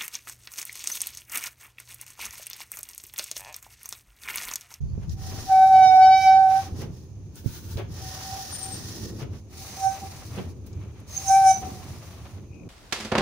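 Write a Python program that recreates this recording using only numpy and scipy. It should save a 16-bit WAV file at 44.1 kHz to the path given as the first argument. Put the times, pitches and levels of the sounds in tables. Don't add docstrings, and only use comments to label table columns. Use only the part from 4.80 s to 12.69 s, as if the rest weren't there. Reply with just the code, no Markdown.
import sys
import numpy as np
from scipy import signal
from scipy.fft import rfft, irfft
from scipy.io import wavfile

SR = 44100
rng = np.random.default_rng(int(sys.argv[2]) if len(sys.argv) > 2 else 0)


def inscribe(sig):
    pcm = np.round(np.clip(np.atleast_2d(sig).T, -1, 1) * 32767)
    wavfile.write(sys.argv[1], SR, pcm.astype(np.int16))


N = 347928
TIME = np.arange(N) / SR

# (frequency [Hz], coherence)
MIC_COHERENCE = [(60, .85), (300, .8), (700, .82), (1400, .5), (3000, 0), (15000, 0)]
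# (frequency [Hz], left-right [dB])
MIC_BALANCE = [(60, -0.5), (700, -.5), (2400, 2.5), (4400, -3), (6500, -4.5), (7800, 3.5), (9000, 14.5),
               (12000, 18.5), (15000, 6)]

# (time [s], length [s], deep level [dB], low-middle level [dB])
PANE_AND_FRAME_BOOMS = [(0.55, 0.24, -46.5, -48), (1.0, 0.43, -57.5, -54.5), (2.02, 0.31, -40, -42),
                        (2.353, 1, -53, -81), (3.038, 0.58, -40.5, -52.5), (3.955, 0.27, -48, -48),
                        (4.277, 0.41, -43, -42), (4.524, 0.16, -40, -49), (5.242, 0.071, -69, -47),
                        (5.647, 0.47, -40.5, -49.5), (5.992, 0.23, -43.5, -55), (6.878, 0.28, -51.5, -45),
                        (7.114, 0.17, -43.5, -56), (7.612, 0.12, -66, -54), (7.89, 0.27, -50, -46.5)]
# (frequency [Hz], level [dB])
DEEP_SPECTRUM = [(12, -40), (20, -14.5), (32, -14), (53, -11.5), (74, -3.5), (91, 4), (153, -4), (178, -9),
                 (220, -19.5), (290, -52), (480, -120)]
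# (frequency [Hz], level [dB])
LOW_MIDDLE_SPECTRUM = [(100, -18.5), (190, 1.5), (270, -2), (370, -2), (500, -12), (700, -22),
                       (1100, -25.5), (2500, -57.5)]
# (frequency [Hz], level [dB])
AIR_SPECTRUM = [(700, -2.5), (1200, -14.5), (2000, -19), (2400, -8), (3200, -16), (5400, -14.5), (6400, -1),
                (7600, -22.5), (15000, -35.5)]
# (time [s], length [s], pitch [Hz], level [dB], left-right [dB])
FAR_TRILLS = [(0.1, .14, 4550, -67.5, -5), (6.05, 0.42, 2400, -69.5, 31), (7.77, 0.2, 2470, -59.5, 15)]

# (start [s], end [s], rise [s], hiss level [dB], hiss sag [dB/s], scrape level [dB])
PULLS = [(0.36, 1.86, 0.076, -51, 7, -57.5), (3.07, 4.283, 0.19, -46, 6, -53.5),
         (4.68, 5.63, 0.2, -42.5, 20.5, -54), (6.26, 7.54, 0.1, -43, 19, -54)]
# (time [s], length [s], hiss level [dB], scrape level [dB])
BLADE_SCUFFS = [(0.233, 0.089, -77, -66.5), (0.32, 0.078, -61.5, -85), (1.44, 0.15, -55, -72),
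                (1.788, 0.24, -56, -54), (2.006, 0.12, -56, -58), (2.18, 0.22, -70, -90.5),
                (4.405, 0.097, -59, -59.5), (4.56, 0.1, -68, -62.5), (5.566, 0.058, -64, -64),
                (5.703, 0.052, -67.5, -86), (6.009, 0.37, -84, -69.5), (6.194, 0.16, -81, -70),
                (7.614, 0.19, -114, -81)]
# (frequency [Hz], level [dB])
EARLY_HISS_SPECTRUM = [(880, -52), (1500, -4.5), (1590, -13), (1860, 0.5), (2110, -18), (2380, -12),
                       (3220, -5.5), (5740, 3.5), (6210, 2), (8250, -13), (10300, -7.5), (13500, -17.5),
                       (14900, -4), (15600, -9)]
# (frequency [Hz], level [dB])
LATE_HISS_SPECTRUM = [(880, -59.5), (1500, -30), (1620, -8), (2330, -1.5), (3280, -8.5), (3800, 0.5),
                      (5260, 2.5), (6150, 4.5), (8090, -7), (10000, -3), (11600, -10.5), (13600, -10.5),
                      (14900, -1), (15600, -5)]
# (frequency [Hz], level [dB])
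SCRAPE_SPECTRUM = [(300, -11.5), (600, 2.5), (1200, -0.5), (1500, -5), (1900, -5.5), (2500, -5.5),
                   (3100, -7.5), (4000, -11), (9000, -42.5)]

# (time [s], level [dB], pitch [Hz], 60 dB decay [s], left-right [dB])
SOFT_BUMPS = [(0.178, -17.5, 176, 0.022, -18), (1.924, -21.5, 86.5, 0.078, 0),
              (2.644, -26, 263, 0.02, -12.5), (2.66, -9.5, 125.6, 0.035, -29), (2.957, -19, 100, 0.074, -2),
              (4.21, -26, 103, 0.19, -1), (4.243, -33.5, 166, 0.032, -2), (4.418, -24, 134, 0.14, 3),
              (5.574, -26, 192, 0.15, -1.5)]
# (time [s], level [dB], ring [Hz])
BLADE_TICKS = [(0.187, -49, 806), (0.294, -43.5, 5600), (2.555, -45, 9100), (2.972, -39.5, 4460),
               (3.723, -37.5, 1010), (5.865, -50.5, 11600), (5.93, -51.5, 5910), (6.2, -56, 10000),
               (7.185, -68, 12000), (7.742, -61, 5800)]
# (time [s], length [s], pitch [Hz], level [dB])
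BLADE_SHIVERS = [(0.537, 0.42, 765, -50), (1.863, 0.1, 770, -44), (3.298, 0.31, 758, -46.5),
                 (3.55, 0.27, 768, -37.5), (3.88, 0.21, 766, -47), (4.823, 0.19, 772, -51.5),
                 (5.241, 0.067, 776, -38), (6.4, 0.14, 775, -48.5), (6.765, 0.08, 753, -29),
                 (6.86, 0.13, 755.4, -39), (6.972, 0.19, 750, -50.5)]

# (time [s], pitch [Hz], level [dB], left-right [dB])
LONG_SQUEAK_PATH = [(0.66, 750, -52, 11.5), (0.702, 770, -20, -2.5), (0.726, 760, -13, 0),
                    (0.844, 760.6, -9.5, 0.5), (0.888, 767, -14.5, -1), (0.944, 760.3, -9.5, 0.0),
                    (1.024, 755.8, -9.5, -4), (1.096, 751.5, -13, -8), (1.226, 756, -8, 1),
                    (1.346, 761, -11, -1.0), (1.422, 765.7, -22.5, -7.5), (1.474, 761.5, -10.5, -0.5),
                    (1.61, 767.8, -12, -5.5), (1.68, 758.3, -15.5, -3), (1.77, 768, -17.5, -6.5),
                    (1.8, 775, -22.5, 0), (1.85, 773, -55, 6)]
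# (time [s], pitch [Hz], level [dB], left-right [dB])
SHORT_SQUEAK_PATHS = [
    [(4.965, 763, -43, 0), (4.991, 771, -40, -6.5), (5.049, 770.5, -20, -4), (5.071, 772, -17.5, -11),
     (5.095, 770, -26.5, -21), (5.149, 775, -35, 7), (5.195, 782, -50, 5.5)],
    [(6.43, 772.7, -54.5, -2.5), (6.508, 771.6, -14, -0.5), (6.57, 777, -12.5, 1), (6.632, 772, -15.5, -1),
     (6.668, 767, -10.5, 1.5), (6.714, 762, -12, 1), (6.745, 768.0, -30.5, 4.5)],
]
# (level in a smooth squeak [dB], level in a bite [dB])
SQUEAK_OVERTONES = [(-26.5, -3), (-41.5, 1), (-59.5, -12), (-43.5, -5), (-54.5, -7.5), (-57, -7),
                    (-63, -12.5), (-70, -26), (-81, -33.5), (-84.5, -39.5)]
# (time [s], length [s], level at the third harmonic [dB], tilt from there [dB/harmonic])
RUBBER_BITES = [(0.966, 0.087, -44, -1), (1.059, 0.13, -35.5, 0), (1.158, 0.12, -43.5, 0.9),
                (1.247, 0.1, -36.5, 0.6), (1.344, 0.12, -37, 0.24), (1.443, 0.16, -34, -0.3),
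                (1.543, 0.14, -45.5, 0.5), (6.559, 0.083, -42.5, -5.5), (6.695, 0.093, -39, -2.5)]
# (time [s], length [s], level [dB])
RAGGED_SLIPS = [(1.424, 0.077, -61.5), (5.046, 0.18, -52), (6.52, 0.21, -42.5), (6.684, 0.11, -39.5)]
# (frequency [Hz], level [dB])
RASP_SPECTRUM = [(2500, -30.5), (4500, -34), (5400, 8.5), (6300, 13.5), (7800, -4.5), (9500, 6),
                 (11500, -8), (13500, -31.5), (15500, -12)]

# (time [s], length [s], level [dB])
FRAME_CLATTERS = [(2.027, 0.059, -41.5), (2.993, 0.057, -35), (4.43, 0.043, -41.5), (5.585, 0.047, -35)]
# (frequency [Hz], level [dB])
FRAME_SPECTRUM = [(100, -28), (200, -8), (400, 9.5), (700, 0.5), (1400, -9.5), (2800, -9.5), (5000, -22.5),
                  (9000, -65)]
# (time [s], length [s], level [dB])
BLADE_DABS = [(2.58, 0.085, -54), (2.675, 0.083, -53), (2.755, 0.14, -49), (2.85, 0.064, -55.5),
              (2.92, 0.11, -51), (2.985, 0.04, -54), (5.87, 0.03, -59)]
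# (frequency [Hz], level [dB])
DAB_SPECTRUM = [(530, -35), (900, -3), (1130, -11.5), (1450, -4), (1950, -11.5), (6350, -4.5),
                (7960, -15.5), (10200, -11.5), (13400, -17), (15500, -2.5)]
# (time [s], length [s], pitch [Hz], level [dB], left-right [dB])
EDGE_SQUEALS = [(3.738, 0.049, 8980, -35, 15), (3.757, 0.02, 8850, -32, 16), (3.797, 0.055, 8980, -38, 16),
                (3.835, 0.033, 8690, -30.5, 16), (3.86, 0.024, 8710, -32, 18), (3.89, 0.037, 8830, -41, 19),
                (3.929, 0.054, 8530, -36.5, 16), (3.957, 0.036, 8800, -39.5, 13),
                (5.03, 0.35, 6150, -46.5, -5), (5.11, 0.1, 6190, -44, -10), (6.37, 0.14, 6350, -36.5, 2.5),
                (6.378, 0.028, 6450, -27.5, -23), (6.488, 0.042, 6230, -24, -9),
                (6.54, 0.095, 6250, -37, -13), (6.71, 0.079, 6060, -25.5, -23),
                (6.76, 0.062, 6040, -33, -3)]

WIND_DB, WIND_FALL_DB_PER_S, CALM_DB = -28, 23.5, -63
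DEEP_DB, LOW_MIDDLE_DB, AIR_DB = -44, -52.5, -66
DRIFT_DB, THROB_DB, GUST_DB, CLATTER_GRAIN_DB = 0.3, 1.3, 2.5, 4.5
IDLE_HISS_DB, IDLE_SCRAPE_DB = -78, -80
RELEASE_S, SCRAPE_SAG_DB_PER_S = 0.044, 8.5
GRIP_HUSH_DB, GRIP_SETTLE_S = -14.5, 0.88
LATE_PULLS_S = 4.6
SHIVER_WIDTH_HZ = 32
JITTER, TREMOR_DB = .0016, .35
OVERTONE_FLUTTER_DB, FLUTTER_PER_S = 2.5, 20
EDGE_HZ = 15700


def amp(db):
    return 10 ** (np.asarray(db) / 20)


def unit(x):
    return x / np.sqrt(np.mean(x ** 2) + 1e-20)


def read(points, hz):
    f, value = np.transpose(points)
    return np.interp(np.log(hz + 1), np.log(f + 1), value)


def pan(db):
    sides = amp(np.array([[.5], [-.5]]) * db)
    return sides / sides.mean(0)


def wander(rate):
    hz = np.fft.rfftfreq(N, 1 / SR)
    smoothing = np.exp(-(hz / rate) ** 2)
    return unit(irfft(rfft(rng.standard_normal(N)) * smoothing, N))


def bell(s, length):
    return np.exp(-np.minimum((2 * (TIME - s) / length) ** 2 * 2, 100))


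def bells(rows):
    return sum(amp(db) * bell(s, length) for s, length, db in rows)


def add(mix, s, sound):
    start = max(round(s * SR), 0)
    part = mix[..., start:][..., :sound.shape[-1]]
    part += sound[..., :part.shape[-1]]


def noise(spectrum, grain_db=0):
    hz = np.fft.rfftfreq(N, 1 / SR)
    grains = amp(grain_db * np.minimum(rng.exponential(1, N), 6))
    a, b = rfft(rng.standard_normal((2, N)) * grains)
    same = np.clip(read(MIC_COHERENCE, hz), -1, 1)
    right = same * a + np.sqrt(1 - same ** 2) * b
    pair = np.array([a, right]) * pan(read(MIC_BALANCE, hz))
    pair = irfft(pair * amp(read(spectrum, hz)), N)
    return pair / pair.mean(0).std()


def fuzzy_tone(hz, width_hz):
    phase = 2 * np.pi * hz * TIME
    return wander(width_hz) * np.cos(phase) + wander(width_hz) * np.sin(phase)


def porch(x, t60, wet_db):
    t = TIME[:SR // 2]
    hits = rng.standard_normal((2, len(t))) * (rng.random((2, len(t))) < .05)
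    taps = hits * (t > .003) * amp(-60 * t / t60)
    taps /= np.linalg.norm(taps, axis=1, keepdims=True)
    return x + amp(wet_db) * signal.fftconvolve(np.atleast_2d(x), taps, axes=1)[:, :N]


def whistles(rows, jitter, flutter_db):
    out = np.zeros((2, N))
    drift = np.cumsum(1 + jitter * wander(384)) / SR
    flutter = amp(flutter_db * wander(220))
    for s, length, hz, db, side_db in rows:
        near = abs(TIME - s) < length * 2
        level = amp(db) * (bell(s, length) * flutter)[near]
        out[:, near] += pan(side_db) * level * np.sin(2 * np.pi * hz * drift[near])
    return porch(out, t60=0.47, wet_db=-9.5)


def wind():
    buffets = np.array([fuzzy_tone(hz=96.2, width_hz=76) * amp(GUST_DB * wander(17)) for _ in range(2)])
    return buffets * amp(np.maximum(WIND_DB - WIND_FALL_DB_PER_S * TIME, CALM_DB))


def rumble_and_booms():
    deep_level = amp(DEEP_DB) + bells((s, length, db) for s, length, db, _ in PANE_AND_FRAME_BOOMS)
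    middle_level = amp(LOW_MIDDLE_DB) + bells((s, length, db) for s, length, _, db in PANE_AND_FRAME_BOOMS)
    hum = fuzzy_tone(hz=89.5, width_hz=30)
    deep = amp(-2.0) * noise(DEEP_SPECTRUM) + amp(-3) * hum
    deep = deep * deep_level * amp(THROB_DB * wander(11))
    middle = noise(LOW_MIDDLE_SPECTRUM) * middle_level * amp(0.54 * wander(25))
    return (deep + middle) * amp(DRIFT_DB * wander(2.4))


def air_and_trill():
    return amp(AIR_DB) * noise(AIR_SPECTRUM) + whistles(FAR_TRILLS, jitter=0.043, flutter_db=4.0)


def grip():
    squeaks = [LONG_SQUEAK_PATH] + SHORT_SQUEAK_PATHS
    s, hz, db, side_db = np.concatenate(squeaks).T
    gate = 0
    for path in squeaks:
        inside = np.minimum(TIME - path[0][0], path[-1][0] - TIME)
        gate = gate + np.clip(inside / 0.0057, 0, 1)
    return np.interp(TIME, s, hz), gate * amp(np.interp(TIME, s, db)), np.interp(TIME, s, side_db)


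def strokes():
    hiss, scrape = np.full(N, amp(IDLE_HISS_DB)), np.full(N, amp(IDLE_SCRAPE_DB))
    for start, end, rise, hiss_db, sag, scrape_db in PULLS:
        t = np.maximum(TIME - start, 0)
        lift_off = np.exp(-np.maximum(TIME - end, 0) / RELEASE_S)
        contact = (1 - np.exp(-(t / rise) ** 1.4)) * lift_off
        hiss += contact * amp(hiss_db - sag * t)
        scrape += contact * amp(scrape_db - SCRAPE_SAG_DB_PER_S * t)
    step = 1 / (GRIP_SETTLE_S * SR)
    slow_grip = signal.lfilter([step], [1, step - 1], grip()[1])
    hiss *= amp(GRIP_HUSH_DB * slow_grip)
    for s, length, hiss_db, scrape_db in BLADE_SCUFFS:
        touch = bell(s, length)
        hiss += amp(hiss_db) * touch
        scrape += amp(scrape_db) * touch
    return hiss, scrape


def rub():
    hiss_level, scrape_level = strokes()
    late_hiss = amp(5.0) * noise(LATE_HISS_SPECTRUM, grain_db=0.5)
    early_hiss = amp(7.0) * noise(EARLY_HISS_SPECTRUM)
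    hiss = np.where(TIME > LATE_PULLS_S, late_hiss, early_hiss)
    scrape = noise(SCRAPE_SPECTRUM, grain_db=3) * amp(7.0 + 2.3 * wander(30))
    return hiss * hiss_level * amp(1.3 * wander(60)) + scrape * scrape_level


def bumps():
    out, t = np.zeros((2, N)), TIME[:SR // 3]
    for s, db, hz, t60, side_db in SOFT_BUMPS:
        swing = np.sin(2 * np.pi * hz * t) + 0.24 * np.sin(2 * np.pi * 2 * hz * t)
        onset = 1 - np.exp(-t / 0.0013)
        add(out, s, pan(side_db) * swing * amp(db - 60 * t / t60) * onset)
    return porch(out, t60=.25, wet_db=-9)


def ticks():
    out, t = np.zeros((2, N)), TIME[:SR // 4]
    for s, db, hz in BLADE_TICKS:
        band = signal.butter(2, [hz * 0.73, min(hz * 1.18, SR / 2 - 1)], "band", fs=SR)
        splash = unit(signal.lfilter(*band, rng.standard_normal((2, len(t)))))
        add(out, s, splash * amp(db - 60 * t / 0.048))
    return out


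def shiver():
    ring = 1 + .7 * (wander(SHIVER_WIDTH_HZ) + 1j * wander(SHIVER_WIDTH_HZ))
    out = np.zeros(N)
    for s, length, hz, db in BLADE_SHIVERS:
        tone = (ring * np.exp(2j * np.pi * hz * TIME)).real
        out += amp(db) * bell(s, length) * tone
    return porch(out, t60=0.42, wet_db=-3)


def squeak():
    hz, strength, side_db = grip()
    phase = 2 * np.pi * np.cumsum(hz * (1 + JITTER * wander(150))) / SR
    lead = np.array([[1], [-1]]) * (.15 + .15 * wander(4))
    hoot = pan(side_db) * strength * amp(2.2 + TREMOR_DB * wander(30)) * np.sin(phase + lead)
    on, overtones = strength > 0, np.zeros((2, N))
    bites = [(bell(s, length)[on], db, tilt) for s, length, db, tilt in RUBBER_BITES]
    for k, (smooth_db, bite_db) in enumerate(SQUEAK_OVERTONES, 2):
        bite = sum(shape * amp(db + bite_db + tilt * (k - 3)) for shape, db, tilt in bites)
        smooth = strength[on] * amp(smooth_db)
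        flutter = amp(OVERTONE_FLUTTER_DB * wander(FLUTTER_PER_S)[on])
        overtones[:, on] += np.hypot(smooth, bite) * flutter * np.sin(k * (phase[on] + lead[:, on]))
    return porch(hoot, t60=.2, wet_db=-27) + porch(np.sqrt(2) * overtones, t60=.25, wet_db=-6)


def rasp():
    hz = grip()[0]
    turns = np.cumsum(hz) / SR
    puffs = noise(RASP_SPECTRUM) * unit(.4 + np.exp(-(turns % 1) / .4))
    ragged = 2 * np.pi * (turns + .022 * wander(250))
    heard = bells(RAGGED_SLIPS)
    on, buzz = heard > 1e-5, np.zeros((2, N))
    for k in range(5, 17):
        line_hz = k * hz.mean()
        line = np.cos(k * ragged[on] + 2 * np.pi * rng.random())
        buzz[:, on] += pan(read(MIC_BALANCE, line_hz)) * amp(read(RASP_SPECTRUM, line_hz)) * line
    return amp(-1.5) * puffs * heard + porch(amp(-12.0) * buzz * heard, t60=0.068, wet_db=8.5)


def clatter():
    blows = noise(FRAME_SPECTRUM, grain_db=CLATTER_GRAIN_DB)
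    return porch(blows * bells(FRAME_CLATTERS), t60=0.29, wet_db=-1.5)


def dabs():
    brushes = amp(5.5) * noise(DAB_SPECTRUM, grain_db=2)
    return porch(brushes * bells(BLADE_DABS), t60=0.22, wet_db=-2.5)


def squeals():
    return whistles(EDGE_SQUEALS, jitter=0.0112, flutter_db=3.5)


def scene():
    lows_and_surroundings = wind() + rumble_and_booms() + air_and_trill()
    wiper = rub() + shiver() + squeak() + rasp() + dabs() + squeals()
    knocks = bumps() + ticks() + clatter()
    return lows_and_surroundings + wiper + knocks


def record(dry):
    faded = dry * signal.windows.tukey(N, .003)
    low_pass = signal.firwin(511, EDGE_HZ, window=("kaiser", 9), fs=SR)
    return signal.oaconvolve(faded, low_pass[None], "same")


dry = scene()
out = record(dry)
inscribe(out)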